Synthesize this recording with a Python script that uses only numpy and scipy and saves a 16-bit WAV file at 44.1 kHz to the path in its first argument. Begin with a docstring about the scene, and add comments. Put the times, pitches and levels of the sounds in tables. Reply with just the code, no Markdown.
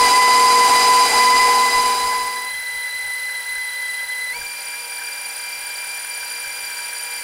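"""Stand mixer whisking cream

Close to the microphone in a kitchen, a stand mixer whisks cream in a steel bowl, heard in one channel.
A loud, slow growl fades into a lighter whirr, which steps up in speed when the lever is pushed.
Gear and motor tones are cosines of the armature angle, throbbing once a shaft turn; the windings hum as sines.
Brushes, fan, churning cream, swishing wires and the rumbling stand are shaped noise."""
import sys
import numpy as np
from scipy import signal
from scipy.fft import rfft, irfft
from scipy.io import wavfile
from scipy.ndimage import uniform_filter1d, minimum_filter1d

SR = 44100
rng = np.random.default_rng(int(sys.argv[2]) if len(sys.argv) > 2 else 0)


def master_out(mix):
    """Clip the mix to full scale and print it as 16-bit PCM to the path in sys.argv[1]."""
    frames = np.transpose(np.atleast_2d(mix))
    ceiling = np.clip(frames, -1, 1)
    pcm = np.round(ceiling * 32767).astype(np.int16)
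    wavfile.write(sys.argv[1], SR, pcm)


N = 318843
TIME = np.arange(N) / SR

# Stand rumbling on the counter, spectrum before levelling: pitch_hz, relative_level_db_per_hz
STAND_SPECTRUM = [(20, 2), (45, 1.5), (85, -7), (135, -4.5), (200, -14), (400, -28), (2000, -80)]
# Level of that rumble: time_s, level_db
STAND_LEVEL = [(0, -40.5), (.5, -52), (1.65, -44.5), (2.45, -61.5), (4.4, -58.5), (4.62, -72), (7.2, -63)]
# Hum of the windings, before fades and load: pitch_hz, growl_level_db, whirr_level_db
WINDING_HUM = [(234.6, -44.5, -74.5), (422, -42.5, -71), (479.2, -31.5, -59.5), (717, -48, -67.5),
               (842, -39, -59.5), (960.6, -36, -46.5)]
# Rush of brushes, fan and gears through the housing, before fades: pitch_hz, level_db_per_hz
GROWL_RUSH_SPECTRUM = [(20, -90), (185, -70), (260, -68), (420, -60.5), (570, -62.5), (700, -57),
                       (1300, -59.5), (2200, -59), (3500, -64.5), (9500, -63.5), (11200, -66), (13500, -79),
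                       (16000, -80)]
WHIRR_RUSH_SPECTRUM = [(20, -102), (200, -91), (380, -87), (560, -79.5), (1250, -70.5), (1400, -72.5),
                       (2300, -74), (3600, -78.5), (5500, -78), (6800, -83), (10500, -76.5), (12400, -84),
                       (14600, -78), (16000, -85)]
# Resonances and hollows of housing and bowl: centre_hz, width_hz, lift_db
GROWL_RESONANCES = [(276, 50, 7.5), (800, 68, 6.5), (1806, 62, -18), (4720, 570, 8.5), (7400, 400, -7),
                    (7630, 610, 1), (8770, 250, 4.5), (9700, 300, 0), (10200, 180, -9)]
WHIRR_RESONANCES = [(569, 39, 5.5), (690, 39, -10), (794, 11, 8), (790, 25, 0.5), (944, 150, -3),
                    (1187, 215, -9.5), (1595, 135, 5), (1750, 150, -5), (2078, 30, 11.5), (3630, 140, -4),
                    (4156, 64, 7.5), (9200, 810, 5)]
# Whisk chattering on its shaft, before the whirr's fade: centre_s, level_db
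CHATTER_BURSTS = [(2.55, -47), (2.71, -52), (2.795, -45), (2.96, -46), (3.131, -50), (3.321, -54),
                  (3.65, -49), (3.75, -49), (3.86, -46), (3.991, -44), (4.12, -43), (4.219, -63),
                  (4.36, -51)]
# Wires flicking cream at the bowl, before the bowl's resonances: start_s, level_db
CREAM_FLICKS = [(3.293, -2), (3.738, -14), (5.017, -6), (5.085, -9), (5.296, -11), (5.396, -5), (5.779, -8),
                (6.045, -3), (6.23, -6), (6.445, -8), (6.699, -8), (6.788, -7)]
# Brief wavers of the motor speed, with dips of the gear note: centre_s, half_length_s, speed_change_percent,
# gear_note_dip_db
SPEED_WAVERS = [(0.087, 0.031, -1.28, 5.5), (0.29, .03, -0.24, -0.5), (0.691, 0.017, -0.92, 9.5),
                (0.813, 0.044, -0.12, 6), (1.104, 0.043, -0.187, 19), (1.71, 0.033, -0.43, 10),
                (1.977, 0.059, -0.349, 2), (2.237, 0.0271, -0.62, 0.5), (2.414, 0.031, -0.56, 2),
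                (2.662, 0.051, -0.37, 0), (2.905, 0.023, -0.48, 5), (3.097, 0.036, -0.5, 0.5),
                (3.434, 0.023, -0.79, 6.5), (3.711, 0.026, -0.48, 4), (3.906, .025, -0.45, -1),
                (4.068, 0.016, -0.72, 12), (4.358, 0.053, -0.39, 1), (4.625, 0.031, 0.13, 7),
                (4.858, 0.0408, 0.485, 7), (5.368, 0.054, 0.54, 3.5), (5.606, 0.02, 0.55, 4),
                (5.769, 0.013, -0.26, 6), (6.035, 0.048, 0.59, 4), (6.489, 0.024, -0.72, 0),
                (6.558, .03, 0.61, 2), (6.751, .04, -0.87, 2), (6.986, 0.038, 0.23, 6),
                (7.207, 0.038, -0.8, 2)]
# Motor overtones at each setting, before rises and fades.
# Multiple of the armature rate: level_db, throb (exponent of the swell per shaft turn, no unit)
SLOW_OVERTONES = {4: (-42.5, 0.18), 8: (-38.5, .3), 11: (-37, .2), 12: (-44, 0.14), 16: (-41, 0.18),
                  24: (-33.5, 0.03), 30: (-37, 0.22), 39: (-37, 0.17), 40: (-32, 0.14), 47: (-32.5, 0.19),
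                  48: (-28, 0.034), 50: (-26.5, 0.39), 60: (-38.5, 0.27), 65: (-42, .2), 72: (-36.5, 0.17),
                  74: (-36.5, 0.1), 85: (-38, 0.18), 96: (-37.5, .3)}
MEDIUM_OVERTONES = {8: (-57, .2), 11: (-54.5, .2), 16: (-54.5, 0.13), 20: (-38.5, 0.14), 23: (-53, 0.17),
                    24: (-52.5, 0.19), 30: (-55, .1), 36: (-58, 0.18), 40: (-49, 0.25), 47: (-62, 0.33),
                    48: (-44.5, 0.48), 50: (-41, .45), 60: (-53, .3), 65: (-58, .2), 72: (-56, .2),
                    74: (-55, .2)}
FAST_OVERTONES = {7: (-47, 0.27), 8: (-58, .2), 9: (-54, 0.18), 11: (-49, 0.16), 13: (-48, 0.16),
                  14: (-53, 0.22), 20: (-35.5, 0.56), 23: (-54, 0.12), 24: (-48.5, 0.073),
                  30: (-45.5, 0.39), 33: (-52.5, .2), 37: (-53.5, 0.46), 39: (-44, 0.44), 40: (-35, 0.39),
                  42: (-43, 0.5), 47: (-56, .3), 48: (-47.5, .3), 50: (-60, .2), 55: (-62, 0.23),
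                  61: (-55, 0.17), 63: (-57, .2)}
# Octave of the slow gear note, before the growl's fade: time_s, level_db
SLOW_OCTAVE = [(0, -20.5), (.26, -20.5), (.36, -23.5), (1.15, -24.5), (1.38, -15.5), (1.55, -26),
               (1.68, -16.5), (2, -29)]
# Whirr's own gear note taking over the pitch of that octave: time_s, share_0_to_1
NOTE_HANDOVER = [(1.85, 0), (2.03, 0.5), (2.9, 0.89)]
# Growl dying away: time_s, level_db
GROWL_LEVEL = [(0, 1.5), (.6, 1.5), (1.3, 0), (1.6, -3), (1.9, -5), (2.2, -10.5), (2.4, -17), (2.5, -24.5),
               (2.6, -70)]
# Whirr emerging, all but its gear note: time_s, level_db
WHIRR_LEVEL = [(0, -37), (1.2, -3.5), (1.8, -0.5), (4.3, -0.5), (4.7, -0.5), (7.2, 0.5)]

TEETH, GEAR_RATIO = 10, 6  # GEAR_RATIO is armature turns per shaft turn
SLOW_HZ, MEDIUM_HZ, FAST_HZ = 1006, 2009.7, 2371  # gear mesh rate at each setting, before drift and wavers
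SLOW_DB, MEDIUM_DB, FAST_DB = -12.5, -25.5, -32.5  # gear note at each setting, before dips and fades
LEVER_S, SPIN_UP_S = 4.32, 0.04  # the lever moves a notch; the motor takes this long to follow
HUNT_SHARE, HUNT_RATE = 0.001388, 13  # the governor's drift: share of the speed, changes a second
ORBIT_TURNS = 60  # armature turns per trip of the whisk round the bowl
ORBIT_SAG, ORBIT_LAG_RAD = 0.00075, 0.97  # share of the speed lost on one side of the bowl, and where
MEDIUM_RISE_DB_PER_S, FAST_RISE_DB_PER_S = 0.1, 0.64  # slow growth of the overtones
GRIND_DIP = 0.049  # share of each gear note dip, in dB, that the rest of the growl follows
HUM_DB, HUM_FAST_DB = 0, 1.5  # trim of the whirr's hum, and its rise at the fast setting
SURGE_DB, SURGE_LAG_S, SURGE_S = 10, 0.049, 0.017  # current surge after the lever: height, delay, half length
CHATTER_S = 0.04  # half length of a chatter burst
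CHURN_DB, CHURN_LUMP_DB, CHURN_RATE = -31.5, 5, 45  # churning cream: level, lumpiness, lumps a second
LURCH_DB, LURCH_RATE = 5, 17  # unevenness of the stand's rumble, and changes a second
TOP_HZ = 15700  # upper edge of the sound


def undb(db):
    """Decibels to gain."""
    return 10 ** (np.asarray(db) / 20)


def curve(rows, axis=1):
    """One column of a table, joined by straight lines in time."""
    rows = np.asarray(rows, float)
    return np.interp(TIME, rows[:, 0], rows[:, axis])


def walk(rate):
    """Smooth chance with about `rate` new values a second and a spread near 1."""
    values = rng.standard_normal(4096)
    return np.sqrt(3 / 2) * np.interp(TIME * rate, np.arange(len(values)), values)


def bell(centre, half):
    """A smooth swell of height 1 around a moment."""
    return np.exp(-((TIME - centre) / half) ** 2)


def colour(x, spectrum, body):
    """Give unit white noise a spectrum in dB per Hz, lifted at the resonances."""
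    hz = np.maximum(np.fft.rfftfreq(N, 1 / SR), 1)
    points, db = np.transpose(spectrum)
    db = np.interp(np.log(hz), np.log(points), db)
    for centre, width, lift in body:
        db = db + lift / (1 + (2 * (hz - centre) / width) ** 4)
    return irfft(rfft(x) * undb(db), N) * np.sqrt(SR / 2)


def ring(x, hz, width):
    """One resonance with gain 1 at its centre."""
    return signal.lfilter(*signal.iirpeak(hz, hz / width, fs=SR), x)


def shake():
    """The stand rocks on the counter with an uneven low rumble."""
    lurching = undb(LURCH_DB * walk(LURCH_RATE))
    rumble = colour(rng.standard_normal(N) * lurching, STAND_SPECTRUM, [])
    return undb(curve(STAND_LEVEL)) * rumble / rumble.std()


def hum(axis, waver_db):
    """The windings buzz at steady pitches near mains harmonics, each wavering in level at random."""
    out = np.zeros(N)
    for row in WINDING_HUM:
        level = undb(row[axis] + waver_db * walk(12))
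        out += np.sqrt(2) * level * np.sin(2 * np.pi * (row[0] * TIME + rng.random()))
    return out


def wear(angle, count, size=16384):
    """Random roughness of the gear wheel, traced again on every shaft turn; rms near 1."""
    track = irfft(np.r_[0, np.exp(2j * np.pi * rng.random(count))], size)
    place = (angle / GEAR_RATIO / (2 * np.pi) % 1) * size
    return np.interp(place, np.arange(size), track / track.std())


def rush(angle, buzz, throb, flicker_db, worn, count):
    """Hiss and gear roughness of rms 1, pulsing with each armature turn and each shaft turn."""
    pulse = np.exp(buzz * np.cos(angle) + throb * np.cos(angle / GEAR_RATIO))
    gate = pulse * undb(flicker_db * walk(70))
    noise = gate * (rng.standard_normal(N) + worn * wear(angle, count))
    return noise / noise.std()


def churn():
    """Lumps of cream thud around the bowl and stir its hollow resonance."""
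    lumps = undb(CHURN_LUMP_DB * walk(CHURN_RATE)) * rng.standard_normal(N)
    lumps = ring(ring(lumps, hz=800, width=120), hz=784, width=230)
    return undb(CHURN_DB) * lumps / lumps.std()


def whisk(angle, step_up):
    """Wires swish through the cream in step with the shaft, chatter, and flick cream at the damped bowl."""
    strokes = undb(4.2 * walk(70) + walk(8) + 1.1 * np.cos(angle / GEAR_RATIO))
    swish = ring(ring(strokes * rng.standard_normal(N), hz=1660, width=190), hz=1580, width=260)
    chatter = ring(ring(strokes * rng.standard_normal(N), hz=3220, width=130), hz=3180, width=400)
    chatter_gain = sum(undb(db) * bell(centre, CHATTER_S) for centre, db in CHATTER_BURSTS)
    chatter = chatter_gain * chatter / chatter.std()
    bursts = np.zeros(N)
    for start, db in CREAM_FLICKS:
        age = np.maximum(TIME - start, 0)
        bursts += undb(db) * (age > 0) * np.exp(-age / 0.0036)
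    flicks = ring(ring(bursts * rng.standard_normal(N), hz=1580, width=120), hz=1600, width=830)
    return undb(-46.0 + 2.6 * step_up) * swish / swish.std() + chatter + flicks


def wavers():
    """The motor speed wavers briefly and the gear note dips: speed factor, and dip of the gear note in dB
    (negative lifts it)."""
    speed, dip_db = np.ones(N), np.zeros(N)
    for centre, half, percent, db in SPEED_WAVERS:
        shape = bell(centre, half)
        speed += shape * percent / 100
        dip_db += shape * db
    return speed, dip_db


def governed(set_hz):
    """Mesh rate around its setting: it drifts, and sags once on each trip of the whisk round the bowl."""
    orbit = 2 * np.pi * np.cumsum(set_hz) / (TEETH * ORBIT_TURNS * SR)
    sag = ORBIT_SAG * np.cos(orbit - ORBIT_LAG_RAD)
    return set_hz * (1 + HUNT_SHARE * walk(HUNT_RATE) - sag)


def armature(mesh_hz, jitter, jitter_rate, runout):
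    """Angle of the armature: the governor hunts, and the gear drags once a shaft turn."""
    turns_per_s = mesh_hz / TEETH * (1 + jitter * walk(jitter_rate))
    angle = 2 * np.pi * np.cumsum(turns_per_s) / SR
    return angle - runout * np.sin(angle / GEAR_RATIO)


def partial(angle, order, throb, rough, flutter_rate, spread=0.13):
    """One motor order of rms 1: it swells once a shaft turn and flutters with the play between the teeth."""
    swell = np.exp(throb * np.cos(angle / GEAR_RATIO - spread * order))  # the peak's place depends on the order
    phase = order * angle + rng.uniform(0, 2 * np.pi) + 1.14 * rough * walk(flutter_rate)
    flutter = 1 + 1.07 * rough * walk(flutter_rate)
    tone = swell * flutter * np.cos(phase)
    return tone / tone.std()


def overtones(angle, orders, rough, flutter_rate, sway):
    """Motor orders, the higher more smeared; multiples of the gear mesh sway in pitch once a shaft turn."""
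    out = np.zeros(N)
    mesh = angle + sway * np.sin(angle / GEAR_RATIO)
    for order, (db, throb) in orders.items():
        smear = np.sqrt(order / (2 * TEETH))
        source = angle if order % TEETH else mesh
        out += undb(db) * partial(source, order, throb, rough * smear, flutter_rate * smear)
    return out


def growl(speed, dip_db):
    """The slow setting: a strong gear note and its octave over heavy hum, grinding and churning."""
    angle = armature(governed(SLOW_HZ * speed), jitter=0.00053, jitter_rate=45, runout=0.008)
    note_gain = undb(SLOW_DB - dip_db + 0.5 * walk(31))
    note = note_gain * partial(angle, order=TEETH, throb=0.09, rough=0.071, flutter_rate=60)
    octave = partial(angle, order=2 * TEETH, throb=0.21, rough=0.44, flutter_rate=55)
    yielding = np.sqrt(np.clip(1 - curve(NOTE_HANDOVER) ** 2, 0, 1))  # equal-power handover to the whirr
    octave = undb(curve(SLOW_OCTAVE)) * octave * yielding
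    grind = rush(angle, buzz=0.11, throb=0.04, flicker_db=0.0, worn=0.77, count=960)
    grind = colour(grind, GROWL_RUSH_SPECTRUM, GROWL_RESONANCES)
    upper = overtones(angle, SLOW_OVERTONES, rough=0.31, flutter_rate=60, sway=-0.0083)
    rest = undb(-GRIND_DIP * dip_db) * (upper + hum(axis=1, waver_db=2.25) + grind + churn())
    return undb(curve(GROWL_LEVEL)) * (note + octave + rest)


def whirr(speed, dip_db, step_up):
    """The medium setting, gliding to the fast one as the lever moves a notch."""
    set_hz = MEDIUM_HZ + (FAST_HZ - MEDIUM_HZ) * step_up
    angle = armature(governed(set_hz * speed), jitter=0.0015, jitter_rate=45, runout=0.03)
    strain = np.sin(np.pi * step_up)  # the teeth knock about while the motor accelerates
    rough = 0.13 + 0.082 * step_up + 0.5 * strain
    note = partial(angle, order=TEETH, throb=0.077, rough=rough, flutter_rate=80)
    note_db = MEDIUM_DB + (FAST_DB - MEDIUM_DB) * step_up - dip_db
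    note = note * curve(NOTE_HANDOVER) * undb(note_db)

    since_lever = TIME - LEVER_S
    medium = overtones(angle, MEDIUM_OVERTONES, rough=0.38, flutter_rate=170, sway=0.0029)
    medium = undb(MEDIUM_RISE_DB_PER_S * since_lever + 1.6) * medium
    fast = overtones(angle, FAST_OVERTONES, rough=0.38, flutter_rate=150, sway=0.0035)
    fast = undb(FAST_RISE_DB_PER_S * since_lever - 2.14) * fast

    air = rush(angle, buzz=0.25, throb=0.034, flicker_db=-0.2, worn=0.67, count=480)
    air = undb(-0.5 + 1.67 * step_up) * colour(air, WHIRR_RUSH_SPECTRUM, WHIRR_RESONANCES)
    current_db = HUM_DB + HUM_FAST_DB * step_up + SURGE_DB * bell(LEVER_S + SURGE_LAG_S, SURGE_S)
    windings = undb(current_db) * hum(axis=2, waver_db=1.6)
    rest = (1 - step_up) * medium + step_up * fast + air + windings + whisk(angle, step_up)
    return note + undb(curve(WHIRR_LEVEL)) * rest


def scene():
    """The mixer, heard in one channel."""
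    speed, dip_db = wavers()
    step_up = np.clip((TIME - LEVER_S) / SPIN_UP_S, 0, 1)
    return (growl(speed, dip_db) + whirr(speed, dip_db, step_up) + shake())[None]


def record(dry):
    """A fast limiter holds the peaks, then a steep low-pass cuts the top."""
    top = signal.ellip(10, 0.1, 80, TOP_HZ, fs=SR, output="sos")
    headroom = np.minimum(1, undb(-5.7) / (np.abs(dry) + 1e-9))
    gain = uniform_filter1d(minimum_filter1d(headroom, size=61), size=61)  # hold, then smooth, in samples
    return signal.sosfilt(top, dry * gain)


dry = scene()
out = record(dry)
master_out(out)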